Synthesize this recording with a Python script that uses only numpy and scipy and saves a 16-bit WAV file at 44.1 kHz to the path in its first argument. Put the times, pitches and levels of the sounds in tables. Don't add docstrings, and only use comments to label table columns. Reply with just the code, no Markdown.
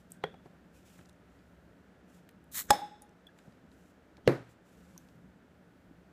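import sys
import numpy as np
from scipy import signal
from scipy.fft import rfft, irfft, next_fast_len
from scipy.io import wavfile
from scipy.ndimage import map_coordinates

SR = 44100
rng = np.random.default_rng(int(sys.argv[2]) if len(sys.argv) > 2 else 0)


def level_to_linear(level):
    exponent = np.asarray(level, float) / 20
    return 10 ** exponent


def dump_mix(stems):
    frames = np.atleast_2d(stems).T
    limited = np.clip(frames, -1, 1)
    pcm = np.round(limited * 32767).astype(np.int16)
    wavfile.write(sys.argv[1], SR, pcm)


N = 270091
TIME_S = np.arange(N) / SR

# start_s, ring_db, crack_db, room_db
CONTACTS = [
    (0.2387, -21.5, -28.5, -42),
    (2.705, -7.5, -11, -29.5),
    (4.276, -8, -13.5, -20.5),
]
# crack_t60_s, room_build_up_s
CONTACT_TIMES = [
    (.012, .007),
    (.022, .016),
    (.012, .006),
]
# frequency_hz, level_db
PLASTIC_CRACK = [(40, -20), (150, -19), (600, -20), (1500, 1), (4000, -7), (5500, -17), (7000, -17.5),
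                 (10000, -27.5), (15300, -31.5), (16400, -35)]
# frequency_hz, density_db (per Hz)
ROOM_AIR = [(150, -10), (300, 0.5), (600, -3.5), (1100, -12.5), (1330, -9.5), (1450, -9), (1700, -10.5),
            (2200, -17), (3200, -22), (5000, -29), (8000, -33), (8600, -37), (15200, -49), (15600, -69.5)]


def unit(x):
    return x / np.sqrt(np.mean(x ** 2) + 1e-20)


def along(points, hz):
    point_hz, value = np.transpose(points)
    return np.interp(np.log(hz + 1), np.log(point_hz + 1), value)


def noise(n, gain):
    m = next_fast_len(n + 4096)
    spectrum = rfft(rng.standard_normal(m)) * gain(np.fft.rfftfreq(m, 1 / SR))
    return unit(irfft(spectrum, m)[:n])


def shape(points):
    return lambda hz: level_to_linear(along(points, hz))


def peaks(modes):
    def gain(f):
        return sum(level_to_linear(db) * (f * w) ** 2 / ((c * c - f * f) ** 2 + (f * w) ** 2) for c, w, db in modes)
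    return gain


def wobble(rate):
    knots = rng.standard_normal(int(N * rate / SR) + 4)
    return map_coordinates(knots, [np.arange(N) * rate / SR])


def ring(t, hz, db, t60, rise):
    onset = 1 - np.exp(-t / abs(rise))
    return level_to_linear(db - 60 * t / abs(t60)) * onset * np.sin(2 * np.pi * hz * t)


def add(track, s, x):
    part = track[round(s * SR):][:len(x)]
    part += x[:len(part)]


def room(colour, gap, slow):
    # frequency_hz, t60_s
    wall_decay = [(100, .26), (400, .22), (1000, .27), (3000, .3), (8000, .31), (15000, .3)]
    hz, t, z = signal.stft(noise(SR, colour), SR, nperseg=256)
    t60 = slow * along(wall_decay, hz)[:, None]
    tail = signal.istft(z * level_to_linear(-60 * t / t60), SR, nperseg=256)[1]
    return tail[:SR] * (1 - np.exp(-(np.arange(SR) / SR / gap) ** 2))


def blow(contact, timing, modes, colour, answer):
    out, t = np.zeros(N), np.arange(SR // 2) / SR
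    s, ring_db, crack_db, room_db = contact
    crack_t60, gap = timing
    add(out, s, level_to_linear(ring_db) * sum(ring(t, *mode) for mode in modes))
    crack = level_to_linear(crack_db - 60 * t / crack_t60) * noise(len(t), shape(colour))
    add(out, s - .0006, crack * (1 - np.exp(-t / 0.001)))
    clumps = level_to_linear(1.0 * wobble(60)[:SR])
    add(out, s, level_to_linear(room_db) * room(shape(answer), gap, slow=1) * clumps)
    return out


def background():
    # frequency_hz, density_db (per Hz)
    rumble_colour = [(25, -12.5), (45, -8), (68, 4), (100, -4), (125, 0.5), (150, -41)]
    # frequency_hz, width_hz, level_db
    hum_modes = [(176.65, 44, -1), (263, 58, -8.5)]
    # centre_s, half_width_s, change_db
    hum_swells = [(.2, .3, 1.5), (2.65, 0.093, 2.5), (3.3, .17, -3.5), (4.57, 0.13, -9.5), (5.25, 0.35, 1)]
    # frequency_hz, level_db
    motor = [(59.2, -82), (177.6, -70), (597.5, -84), (1319, -85.5), (1470, -87)]
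    rumble_db, hum_db, air_db = -68, -63, -64.5
    rumble_follows = .6
    swell_db = sum(db * np.exp(-((TIME_S - s) / width) ** 2) for s, width, db in hum_swells)
    rumble = level_to_linear(rumble_db + rumble_follows * swell_db + 1.8 * wobble(4.1)) * noise(N, shape(rumble_colour))
    tones = np.zeros(N)
    for hz, db in motor:
        level = level_to_linear(db + 3.1 * wobble(6.6))
        tones += level * np.sin(2 * np.pi * hz * TIME_S + 1.6 * wobble(7.4))
    hum = level_to_linear(swell_db) * (level_to_linear(hum_db + 1.5 * wobble(3.1)) * noise(N, peaks(hum_modes)) + tones)
    return rumble + hum + level_to_linear(air_db + 0.47 * wobble(5.6)) * noise(N, shape(ROOM_AIR))


def rustle():
    # start_s, hold_s, level_db, fade_db_per_s
    slides = [(0, .005, -75, 380), (0.112, .03, -74, 400), (.455, .005, -82, 220),
              (0.749, 0.028, -70.5, 200), (0.867, .12, -69, 170), (1.303, 0.055, -87, 40),
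              (2.092, .02, -76.5, 100), (2.147, 0.029, -74, 550), (3.374, 0.058, -79, 60),
              (3.72, .18, -78.5, 249.5), (4.499, 0.027, -73, 803), (4.666, 0.33, -76, 60)]
    # frequency_hz, density_db (per Hz)
    cloth = [(1000, -29.5), (2500, -1), (4400, -7.5), (7600, -3), (8900, -9), (11000, -8), (15200, -12.5),
             (15600, -44.5)]
    rise_db_per_s, end_s, at_rest_db = 600, .16, -96.5
    level = level_to_linear(at_rest_db)
    for s, hold, db, fade in slides:
        after = np.maximum(TIME_S - s - hold, 0)
        slope = rise_db_per_s * (np.maximum(s - TIME_S, 0) + np.maximum(after - end_s, 0))
        level = level + level_to_linear(db - fade * after - slope)
    return level * level_to_linear(1.3 * wobble(120)) * noise(N, shape(cloth))


def touches():
    # start_s, peak_db, centre_hz,
    # relative_width (width / centre)
    small_touches = [(.106, -48, 11000, .8), (.1192, -33, 8100, 0.2), (0.119, -36, 12000, 0.42),
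                     (.454, -62, 4000, 1.5), (.459, -56.5, 2000, 0.81), (0.884, -55, 4000, 1.2),
                     (0.9898, -45.5, 1300, 1), (1.052, -56, 2500, 0.86), (1.057, -52, 5500, 0.64),
                     (1.0893, -55, 8000, .6), (1.0942, -50, 9350, 0.22), (1.094, -50.5, 4000, 1.8),
                     (1.129, -60, 8000, .6), (2.29, -46.5, 9000, 2.2), (2.29, -47.5, 2170, 1.1),
                     (2.31, -58, 11000, .6), (2.4415, -53, 12000, .83), (2.7295, -30, 6500, 0.35),
                     (2.7295, -39, 2500, .8), (3.0201, -40, 10000, .5), (3.0212, -44.5, 6500, .6),
                     (3.092, -58, 6500, .6), (3.269, -49.5, 9000, 2.1), (3.387, -52, 7520, 0.74),
                     (3.3882, -46.5, 1800, 1.3), (4.169, -51, 2500, 1.3), (4.9776, -38, 6190, 0.14),
                     (4.978, -38, 11700, .35), (4.9774, -51, 3530, 0.79), (5.0864, -53, 3463, 1.3),
                     (.341, -39, 485, .94), (.342, -52, 1700, 0.9), (1.011, -52, 1500, 1.4), (1.39, -57, 3400, .4),
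             (3.481, -50.5, 600, 1.5), (3.523, -58.5, 3000, 1.5), (3.716, -57.5, 4000, 1.1),
             (.458, -42.5, 180, 3), (.987, -43.5, 180, 1.3), (1.011, -45, 152, 0.83),
             (3.475, -39.5, 116.7, 1.08), (4.179, -45.5, 104, 4.3)]
    # start_s, frequency_hz,
    # level_db, t60_s, rise_s
    clinks = [(.2665, 3430, -52, 0.064, .002), (.3135, 3480, -58, 0.05, .002),
              (.355, 3330, -66, 0.12, .005), (.13, 1560, -60, .3, .03), (.755, 2500, -57, 0.072, 0.0092),
              (2.7334, 5290, -32.5, 0.062, 0.0017), (3.022, 9460, -58, .045, 0.0011),
              (3.022, 6770, -64, 0.053, .001), (3.268, 3430, -48, 0.049, 0.00055),
              (3.2697, 3290, -52.5, .04, 0.00097), (3.289, 1670, -50, 0.027, 0.0018),
              (3.41, 5200, -68, .03, .001), (4.963, 1000, -47, 0.013, 0.00051),
              (5.911, 265, -36, 0.02, 0.0023)]
    out, t = np.zeros(N), np.arange(SR // 8) / SR
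    for s, db, hz, width in small_touches:
        t60 = .011 * (8000 / hz) ** .45
        trace = level_to_linear(-28 - 60 * t / 0.18) * (1 - np.exp(-t / 0.00945))
        fall = level_to_linear(-60 * t / t60) + trace
        burst = noise(len(t), peaks([(hz, hz * width, 0)]))
        add(out, s, level_to_linear(db - 5.5) * fall * (1 - np.exp(-t / 0.0004)) * burst)
    for s, *mode in clinks:
        add(out, s, ring(t, *mode))
    return out


def lead_in():
    # end_s, level_db (reached at the end), centre_hz
    lead_swells = [(0.2403, -61, 3700), (2.7033, -43, 1600), (2.705, -44.5, 6800), (2.7049, -51, 3500),
                   (4.276, -36, 203), (4.275, -59, 5500), (4.274, -55.5, 3200), (2.705, -49.5, 520),
                   (4.275, -52, 640), (.239, -57, 1000)]
    out, t = np.zeros(N), np.arange(-SR // 20, 0) / SR
    for s, db, hz in lead_swells:
        add(out, s + t[0], level_to_linear(db + 990 * t) * noise(len(t), peaks([(hz, 0.3 * hz, 0)])))
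    return out


def tap():
    # frequency_hz, level_db, t60_s, rise_s
    tapped = [(165, -16.5, 0.15, 0.0016), (429, -4, 0.071, 0.0042), (490, 3.5, 0.031, 0.0032),
              (1450, -7.5, 0.029, .001), (800, 7.5, 0.012, 0.00097), (1000, -3.5, 0.014, 0.0013),
              (1975, 1, 0.0089, 0.00047), (3305, -10, 0.037, 0.0022), (3280, -34, .25, .005),
              (1890, -26, .1, .003), (4260, -20, .012, 0.00063)]
    # frequency_hz, density_db (per Hz)
    tap_room = [(150, -52), (250, -27), (434, 2.5), (542, -5), (678, -10), (1080, -22), (1840, -17),
                (2740, -31), (3360, -26), (5000, -43), (15300, -58)]
    return blow(CONTACTS[0], CONTACT_TIMES[0], tapped, PLASTIC_CRACK, tap_room)


def late_room():
    # frequency_hz, width_hz, level_db
    glass = [(3470, 120, 4), (3740, 260, -1), (5100, 160, -4), (5290, 170, -4), (6450, 350, -13),
             (7850, 250, -13)]
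    # start_s, level_db, slowdown (times the room's decay)
    late_air = [
        (2.705, -41.5, 2.2),
        (4.276, -40.5, 1.75),
    ]
    out = np.zeros(N)
    add(out, CONTACTS[0][0], level_to_linear(-67.5) * room(peaks(glass[:1]), gap=.02, slow=1.9))
    add(out, CONTACTS[1][0], level_to_linear(-46) * room(peaks(glass), gap=0.0246, slow=1.9))
    for s, db, slow in late_air:
        add(out, s, level_to_linear(db) * room(shape(ROOM_AIR), gap=0.038, slow=slow))
    return out


def gas():
    # time_s, level_db
    leak = [(2.512, -84), (2.518, -59.5), (2.548, -43.5), (2.57, -37), (2.6, -36), (2.618, -41.5),
            (2.63, -54.5), (2.655, -61.5), (2.69, -72)]
    # frequency_hz, density_db (per Hz)
    jet = [(1760, -48), (3000, -12.5), (4000, -7), (4800, -13), (7700, -1.5), (8900, -10), (10100, -3),
           (11300, -10.5), (13600, 0.5), (15200, -10), (15700, -33), (16200, -62)]
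    # frequency_hz, width_hz, level_db
    gap_modes = [(1192, 890, -6), (1800, 1000, 0)]
    neck_db, opens_s, shut_db = -11, 2.543, -7
    s, db = np.transpose(leak)
    jet_db = np.interp(TIME_S, s, db, -120, -120) + 1.8 * wobble(300)
    shut = np.clip((opens_s - TIME_S) / .008, 0, 1)
    neck = level_to_linear(neck_db + shut_db * shut) * noise(N, peaks(gap_modes))
    return level_to_linear(jet_db) * (noise(N, shape(jet)) + neck)


def pop():
    # frequency_hz, level_db, t60_s, rise_s
    popped = [(202.4, -22.5, 0.082, 0.00075), (275, -18, .05, .002), (395, -11.5, 0.026, 0.00064),
              (100.1, -21, .05, 0.00077), (500, -14, .03, .001), (565, -9.5, 0.055, .001),
              (830, -0.5, 0.091, 0.0021), (1150, -2.5, 0.015, 0.00022), (1670, -9.5, 0.026, 0.00046),
              (3452, -16, 0.042, .001), (3850, -16.5, 0.025, .001), (5120, -12.5, 0.034, 0.0016),
              (6380, -25, 0.0319, 0.00097), (7840, -11.5, 0.0257, 0.0012)]
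    # frequency_hz, level_db
    snap = [(40, -21), (300, -1.5), (1200, 1.5), (2500, -7), (5000, -5), (12000, -11.5), (15300, -13.5),
            (16400, -12)]
    # frequency_hz, density_db (per Hz)
    pop_room = [(60, -40.5), (100, -15), (140, -20.5), (275, -8.5), (465, -12.5), (600, -4), (790, -4),
                (1280, -17), (1710, -14), (2900, -28), (3700, -21.5), (4510, -28), (9500, -31.5),
                (15200, -38)]
    return blow(CONTACTS[1], CONTACT_TIMES[1], popped, snap, pop_room)


def far_walls():
    # start_s, frequency_hz, level_db, rise_s, t60_s
    returns = [(2.785, 800, -31.5, 0.0066, 0.078), (2.816, 830, -32, 0.0033, 0.23),
               (2.905, 836, -42.5, 0.012, 0.22), (3.01, 830, -50.5, 0.013, 0.23),
               (3.085, 825, -58, .015, 0.24)]
    out, t = np.zeros(N), np.arange(SR // 4) / SR
    for s, hz, db, rise, t60 in returns:
        add(out, s, ring(t, hz, db, t60, rise) * np.exp(-(t / 0.074) ** 8))
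    add(out, CONTACTS[1][0], level_to_linear(-45) * room(peaks([(814.5, 90, 0)]), gap=0.033, slow=2.5))
    return out


def knock():
    # frequency_hz, level_db, t60_s, rise_s
    table_modes = [(60.2, -36.5, .04, 0.0025), (119.4, -35, 0.7, 0.011), (134.5, -12.5, 0.21, 0.002),
                   (339.3, -11.5, 0.14, .003), (404, -11, 0.044, 0.0013), (478, 7.5, 0.02, 0.0015),
                   (1290, -1, 0.011, 0.0019), (1600, -1, 0.01, 0.0017), (2040, -5, 0.01, 0.0016),
                   (264, -20.5, 0.26, .004), (157, -19, 0.22, .004), (292.5, -21, 0.15, 0.0046)]
    # frequency_hz, density_db (per Hz)
    knock_room = [(100, -38), (201, -10.5), (306, 5), (591, -2), (800, -14), (1070, -14.5), (2260, -22.5),
                  (3000, -36), (3800, -32.5), (8000, -47.5), (13400, -48), (14200, -68.5)]
    return blow(CONTACTS[2], CONTACT_TIMES[2], table_modes, PLASTIC_CRACK, knock_room)


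def scene():
    steady = background() + rustle()
    small_sounds = touches() + lead_in()
    opening = tap() + gas() + pop()
    return (steady + small_sounds + opening + knock() + late_room() + far_walls())[None]


def band_limit(x):
    return signal.sosfilt(signal.butter(12, 16470, fs=SR, output="sos"), x)


def record(dry):
    # frequency_hz, gain_db
    mic_band = [(20, -9), (35, -6), (55, 0), (15250, 0), (15500, -22), (16400, -30), (16500, -100)]
    hz = np.fft.rfftfreq(N, 1 / SR)
    mix = irfft(rfft(dry) * level_to_linear(along(mic_band, hz)), N)
    return band_limit(mix)


dry = scene()
out = record(dry)
dump_mix(out)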